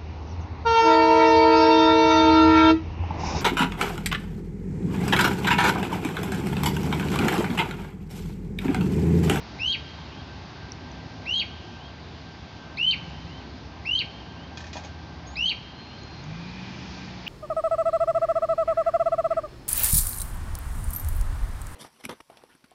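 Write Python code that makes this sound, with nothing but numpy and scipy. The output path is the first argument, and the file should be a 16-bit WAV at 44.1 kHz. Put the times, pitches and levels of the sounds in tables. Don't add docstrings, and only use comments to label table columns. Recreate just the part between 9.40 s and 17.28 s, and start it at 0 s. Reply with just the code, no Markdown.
import sys
import numpy as np
from scipy import signal
from scipy.fft import rfft, irfft
from scipy.io import wavfile
from scipy.ndimage import uniform_filter1d

SR = 44100
rng = np.random.default_rng(int(sys.argv[2]) if len(sys.argv) > 2 else 0)


def rack_gain(trim_db):
    fader = np.asarray(trim_db, float)
    return 10 ** (fader / 20)


def digitize_waveform(pressure):
    field = np.atleast_2d(pressure).T
    bounded = np.clip(field, -1, 1)
    quanta = np.round(bounded * 32767).astype(np.int16)
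    wavfile.write(sys.argv[1], SR, quanta)


N = 347508
T = np.arange(N) / SR

# frequency in Hz, density in dB per Hz.
AIR_COLOUR = [(48, -13), (62, -0.5), (300, -6.5), (500, -15.5), (830, -10.5), (1300, -18.5), (4800, -22.5),
              (7800, -41.5)]
# train at the start in dB, truck passing in dB.
TRAFFIC_SWELLS = [(.5, 3), (.8, 0.5), (3.8, 5.5)]
# multiple of the engine cycle, level in dB.
IDLE_HUM = [(8, -67.5), (9, -51), (10, -61), (11, -52), (13, -58.5), (14, -57), (15, -56.5), (20, -57.5),
            (23, -56), (36, -63.5)]
# time in seconds, main exhaust tone in Hz, level in dB.
TRUCK_PULL = [
    (6.4, 80, -60),
    (6.598, 99.47, -48),
    (6.75, 119.8, -44),
    (6.92, 160.9, -37.5),
    (7.05, 176, -44),
    (7.22, 187.1, -43.5),
    (7.45, 187.8, -42.5),
    (7.66, 188.2, -41.5),
    (7.88, 177.7, -46.5),
]
# multiple of the main exhaust tone, level in dB.
EXHAUST_ORDERS = [(1 / 3, -8), (2 / 3, -7), (5 / 6, -11.5), (1, -1), (4 / 3, -15)]
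# time in seconds, level in dB, latch ring in dB, housing thud in dB,
# pitch of the latch part struck in Hz.
BARRIER_CLANKS = [
    (5.172, -29.5, -4, -22.5, 3300),
    (5.2044, -34.5, -3, -14, 2500),
    (5.2405, -38.5, 0.5, -17, 1800),
    (5.2674, -36, -5.5, -28.5, 2500),
    (5.330, -27.5, -8, -21, 1600),
    (5.3564, -35.5, -12, 1, 1600),
    (5.367, -30, -4, -1, 6450),
    (5.4355, -37, -5, -8, 6450),
    (5.4464, -35, -6.5, -4.5, 6450),
]
# frequency in Hz, level in dB, 60 dB decay in seconds.
LATCH_MODES = [(1597, -4, 0.05), (1800, 4.5, 0.047), (2500, -2.5, 0.13), (3300, 2.5, 0.024),
               (4300, -8, 0.038), (6450, -9.5, 0.11)]
HOUSING_MODES = [(653, 0, .12), (732, 0, 0.25), (824, 4, 0.098), (960, 3, 0.047)]
# time in seconds, level in dB, pitch in Hz, width in seconds.
TWIG_TICKS = [
    (1.3203, -24.5, 5680, 0.00045),
    (1.5175, -42, 5950, .0008),
    (3.70, -49, 7105, .001),
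    (6.635, -44, 6660, .001),
    (6.8405, -41, 6450, 0.00065),
]
# time in seconds, pitch in Hz, level in dB.
PIPED_NOTES = [
    [(5.862, 6400, -65.5), (5.875, 6570, -46), (5.91, 6540, -57), (5.94, 6900, -57), (5.965, 6800, -73)],
    [(6.35, 4160, -61), (6.4, 4190, -52.5), (6.8, 4203, -55.5), (6.83, 4300, -62)],
]
# time in seconds, pitch in Hz, level in dB.
NEXT_CHIRP = [
    (7.861, 2500, -53),
    (7.867, 2960, -34),
    (7.871, 2340, -31.5),
    (7.876, 2840, -35.5),
    (7.881, 3160, -17.5),
]
# time of the snap in seconds, level in dB, top pitch in Hz, climb in Hz per ms,
# time before the snap where the climb levels off in seconds.
CALLS = [
    (.321, -24, 3251, 7.3, .026),
    (1.993, -24, 3259, 6.84, .032),
    (3.506, -20, 3096, 7.2, .05),
    (4.586, -22.5, 3197, 5.3, .016),
    (6.090, -23, 3217, 6.9, .02),
]
# time from the snap in seconds, pitch in Hz, level in dB.
SNAP_FLICK = [
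    (.001, 3200, -10),
    (.003, 3730, 0.5),
    (.006, 4350, 1),
    (.009, 4546, -6),
    (.015, 4580, -21),
]
# time from the snap in seconds, pitch in Hz, level in dB.
SNAP_FALL = [
    (.004, 3170, -20),
    (.010, 3050, -4),
    (.022, 2800, -2),
    (.032, 2350, -4.5),
    (.040, 1960, -17),
    (.043, 1800, -39.5),
]
# delay in seconds, level in dB.
FAR_WALLS = [
    (0.0176, -14.5),
    (0.0273, -20),
    (.105, -35),
    (.192, -34.5),
    (.33, -33.5),
    (.486, -27.5),
]

AIR_DB, TRAIN_FADE_S, DRIFT_DB = -42, 1.84, 0.45
TRUCK_NEAREST_S, TRUCK_SPREAD_S = 7.4, 0.47
IDLE_HZ = 7.27
IDLE_ENDS_S, IDLE_DROP_DB = 6.02, -11
GEARS_DB, GEARS_LEAD_S = -53.5, 0.073
CARS_HZ, CARS_DB, CARS_DRIFT = 168.8, -56.5, .05
WHINE_HZ, WHINE_DB, WHINE_CLEAREST_S, WHINE_DB_PER_S = 1569, -57.5, 3.22, -1
STRUCK_DB_PER_OCTAVE = -5.5

RISE_S, SCOOP_HZ, SCOOP_S, SCOOP_BEND, SHOULDER_S, LOWEST_HZ = .15, 740, .022, 3.2, .01, 1850
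SWELL_S, RAGGED_DB, WAVER_HZ = .037, 4, 5
EASY_HZ, BUZZ_FROM_HZ = 3180, 3050
VOICES_SUM_HZ = 7330
# value at the easy pitch, change per 100 Hz of top above it.
FADE_DB, SNAP_DB, BUZZ_DB, OVERTONE_DB, FALL_STRETCH = (0.9, 2), (2, 1.5), (-18, 6.5), (-26, 4.5), (0.95, -.03)

WALL_MS, WALL_DB, WALL_KNEE_HZ, WALL_LOSS_DB = 9.36, -1, 3060, -8
LEAVES_DB, LEAVES_T60_S, FIELD_DB, FIELD_T60_S = -5, 0.21, -16, 1.2
DUCK_TOP_DB, DUCK_RATIO, DUCK_S = -29, 3, .03


def band(x, hz, width):
    return signal.sosfilt(signal.butter(2, [hz - width / 2, hz + width / 2], "band", fs=SR, output="sos"), x)


def unit(x):
    return x / np.sqrt(np.mean(x ** 2))


def walk(rate):
    hold = int(SR / rate)
    steps = np.repeat(rng.standard_normal(N // hold + 1), hold)
    return unit(uniform_filter1d(uniform_filter1d(steps, hold), hold)[:N])


def cycle(hz):
    return 2 * np.pi * np.cumsum(hz) / SR


def tone(table, t=T, overtone_db=-56.5):
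    s, hz, db = np.transpose(table)
    phase = cycle(np.interp(t, s, hz))
    edge = np.clip(np.minimum(t - s[0], s[-1] - t) / 0.00055, 0, 1)
    level = np.sqrt(2) * edge * rack_gain(np.interp(t, s, db))
    return level * (np.sin(phase) + rack_gain(overtone_db) * np.sin(2 * phase))


def ring(modes, size=8000):
    t = T[:size]
    return sum(rack_gain(db) * np.sin(2 * np.pi * hz * t) * rack_gain(-60 * t / t60) for hz, db, t60 in modes)


def add(out, sound, s):
    i = int(s * SR)
    out[i:i + len(sound)] += sound[:N - i]


def passing(lead_s=0):
    return np.exp(-.5 * ((T + lead_s - TRUCK_NEAREST_S) / TRUCK_SPREAD_S) ** 2)


def background():
    f = np.fft.rfftfreq(N, 1 / SR) + 1
    hz, db = np.transpose(AIR_COLOUR)
    colour = rfft(rng.standard_normal(N)) * rack_gain(np.interp(np.log(f), np.log(hz), db))
    colour /= np.sqrt(np.mean(irfft(colour, N) ** 2))
    train = np.exp(-T / TRAIN_FADE_S) - .3
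    swells = np.array([train_db * train + truck_db * passing() + DRIFT_DB * walk(1.48)
                       for train_db, truck_db in TRAFFIC_SWELLS])
    out = 0
    for octave in np.arange(4, 14.1, .5):
        share = np.cos(np.pi * np.clip(np.log2(f) - octave, -.5, .5)) ** 2
        place = np.interp(octave, np.log2([200, 800, 2000]), [0, 1, 2])
        swell = np.clip(1 - abs(place - np.arange(3)), 0, 1) @ swells
        swell = swell * (1 + 1.1 * max(octave - 12.2, 0))
        out = out + rack_gain(swell + .8 * walk(8)) * irfft(colour * share, N)
    return rack_gain(AIR_DB) * out


def idling():
    hum = sum(rack_gain(db + 3.85 * walk(3)) * np.sin(2 * np.pi * k * IDLE_HZ * T + 0.66 * rng.standard_normal())
              for k, db in IDLE_HUM)
    return np.sqrt(2) * hum * rack_gain(IDLE_DROP_DB * np.clip((T - IDLE_ENDS_S) / 0.055, 0, 1))


def pulling_away():
    s, hz, db = np.transpose(TRUCK_PULL)
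    phase = cycle(np.interp(T, s, hz) * (1 + 0.0057 * walk(6)))
    exhaust = sum(rack_gain(order_db + 1.6 * walk(9)) * np.sin(k * phase) for k, order_db in EXHAUST_ORDERS)
    gears = rack_gain(GEARS_DB + 2.0 * walk(11)) * passing(GEARS_LEAD_S)
    gears = gears * unit(band(rng.standard_normal(N), 2417, 180))
    return np.sqrt(2) * rack_gain(np.interp(T, s, db, left=-99)) * exhaust + gears


def cars_and_rail():
    cars = rack_gain(CARS_DB + 2.5 * walk(2.9)) * np.sin(cycle(CARS_HZ * (1 + CARS_DRIFT * walk(0.99))))
    whine_db = WHINE_DB + WHINE_DB_PER_S * abs(T - WHINE_CLEAREST_S) + 3.1 * walk(20)
    whine = rack_gain(whine_db) * np.sin(cycle(WHINE_HZ + 7.0 * walk(12)))
    return np.sqrt(2) * (cars + whine)


def barrier():
    out, t = np.zeros(N), T[:5000]
    for s, db, latch_db, thud_db, struck_hz in BARRIER_CLANKS:
        modes = np.array(LATCH_MODES) * (1 + [.02, .3, .3] * rng.uniform(-1, 1, (len(LATCH_MODES), 3)))
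        modes[:, 1] += STRUCK_DB_PER_OCTAVE * abs(np.log2(modes[:, 0] / struck_hz))
        noise = rng.standard_normal((2, len(t)))
        scrape = noise[0] * rack_gain(-60 * t / 0.025)
        latch = unit(signal.fftconvolve(scrape, ring(modes))[:len(t)])
        thud = unit(signal.fftconvolve(scrape, ring(HOUSING_MODES))[:len(t)])
        spray = band(noise[1], 4200, 5600) * rack_gain(-60 * t / 0.18)
        clank = rack_gain(latch_db - 16.5) * latch + rack_gain(thud_db - 12.5) * thud + rack_gain(-5.0) * spray
        add(out, rack_gain(db) * clank, s)
    return out


def twigs():
    out, t = np.zeros(N), T[:5000]
    for s, db, hz, width in TWIG_TICKS:
        burst = np.exp(-.5 * (t / width - 4) ** 2)
        add(out, rack_gain(db) * burst * np.sin(2 * np.pi * hz * t), s - 4 * width)
    return out


def other_birds():
    return sum(tone(note) for note in PIPED_NOTES) * rack_gain(1.2 * walk(60)) + tone(NEXT_CHIRP)


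def open_air():
    tail = T[:70000]
    space = sum(rack_gain(db - 60 * tail / t60) * np.sqrt(np.log(1e6) / (t60 * SR)) * rng.standard_normal(len(tail))
                for db, t60 in ((LEAVES_DB, LEAVES_T60_S), (FIELD_DB, FIELD_T60_S)))
    space = band(space, 3400, 4400) * np.clip(tail / .025, 0, 1)
    for s, db in FAR_WALLS:
        smear = (np.arange(4) == 0) + .35 * rng.standard_normal(4)
        space[int(s * SR) + int(s * 500) * np.arange(4)] += rack_gain(db) * smear / np.linalg.norm(smear)
    return space


def whistle(t, top, climb, shoulder):
    n = len(t)
    strain = (top - EASY_HZ) / 100
    strained = (FADE_DB, SNAP_DB, BUZZ_DB, OVERTONE_DB, FALL_STRETCH)
    fade_db, snap_db, buzz_db, overtone_db, fall_length = (a + b * strain for a, b in strained)
    rising = t < RISE_S

    below_top = 1000 * climb * SHOULDER_S * np.logaddexp(0, (RISE_S - shoulder - t) / SHOULDER_S)
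    scoop = SCOOP_HZ * np.exp(-(t / SCOOP_S) ** SCOOP_BEND)
    hz = top - below_top - scoop + WAVER_HZ * walk(48.9)[:n]
    phase = cycle(hz)
    voiced = np.maximum(t - t[np.argmax(hz > LOWEST_HZ)], 0)
    effort = (1 - np.exp(-(voiced / SWELL_S) ** 1.01)) * rack_gain(fade_db * np.clip(t / RISE_S, 0, 1) ** 3)
    effort = effort * np.clip((RISE_S - t) / 0.0012 + .5, 0, 1)

    overtone_level = rack_gain(overtone_db + 3.3 * walk(250)[:n] + 3.5 * walk(50)[:n])
    overtone_level = overtone_level * np.clip(voiced / 0.0028, 0, 1) * rising
    second = np.sin(2 * phase + .7 * walk(500)[:n])
    third = rack_gain(-12.0) * effort * np.sin(3 * phase)
    overtones = overtone_level * (second + third)

    buzz_level = rack_gain(buzz_db) * rack_gain(np.minimum(4.5 * walk(900)[:n], 4.0))
    buzz_level = buzz_level * np.clip((hz - BUZZ_FROM_HZ) / 60, 0, 1) * rising
    buzz = buzz_level * np.sin(cycle(VOICES_SUM_HZ - hz + 230 * walk(800)[:n]))

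    ragged = rack_gain(np.minimum(RAGGED_DB * walk(900)[:2 * n].reshape(2, -1), RAGGED_DB / 2))
    flick = ragged[0] * tone(SNAP_FLICK, t - RISE_S)
    fall = ragged[1] * tone(SNAP_FALL, (t - RISE_S) / fall_length, -34)
    low = effort * np.sin(phase) + rack_gain(snap_db - 5.0) * fall
    high = buzz + rack_gain(snap_db - 3.5) * flick
    return low + high + overtones + rack_gain(-9.0) * band(low * high, 6600, 1800)


def birds():
    near, dry, t = np.zeros(N), np.zeros(N), T[:12000]
    f = np.fft.rfftfreq(len(t), 1 / SR)
    scatter_db = WALL_LOSS_DB * np.clip((f - WALL_KNEE_HZ) / 120, 0, 1)
    small_db = -5 * np.clip((2700 - f) / 150, 0, 1)
    wall = rack_gain(WALL_DB + scatter_db + small_db) * np.exp(-2j * np.pi * f * WALL_MS / 1000)
    for snap, db, *shape in CALLS:
        call = rack_gain(db) * whistle(t, *shape)
        add(near, call + irfft(rfft(call) * wall, len(t)), snap - RISE_S)
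        add(dry, call, snap - RISE_S)
    others = other_birds()
    return near + others + signal.fftconvolve(dry + rack_gain(-8.0) * others, open_air())[:N]


def scene():
    traffic = background() + idling() + pulling_away() + cars_and_rail()
    return np.array([traffic + barrier() + twigs() + birds()])


def low_pass(x):
    return signal.sosfilt(signal.butter(12, 7800, fs=SR, output="sos"), x)


def record(dry):
    k = int(DUCK_S * SR)
    loud = np.sqrt(uniform_filter1d(uniform_filter1d(dry ** 2, k), k) + 1e-12)
    gain = np.minimum(1, rack_gain(DUCK_TOP_DB) / loud) ** (1 - 1 / max(DUCK_RATIO, 1))
    floor = sum(signal.sosfiltfilt(signal.butter(3, edges_hz, "band", fs=SR, output="sos"), dry)
                for edges_hz in ([280, 2200], [4900, 19000]))
    cut = signal.sosfilt(signal.butter(10, 6700, fs=SR, output="sos"), dry - (1 - gain) * floor)
    cut = signal.sosfilt(signal.butter(2, 50, "high", fs=SR, output="sos"), cut)
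    return low_pass(cut)


dry = scene()
out = record(dry)
digitize_waveform(out)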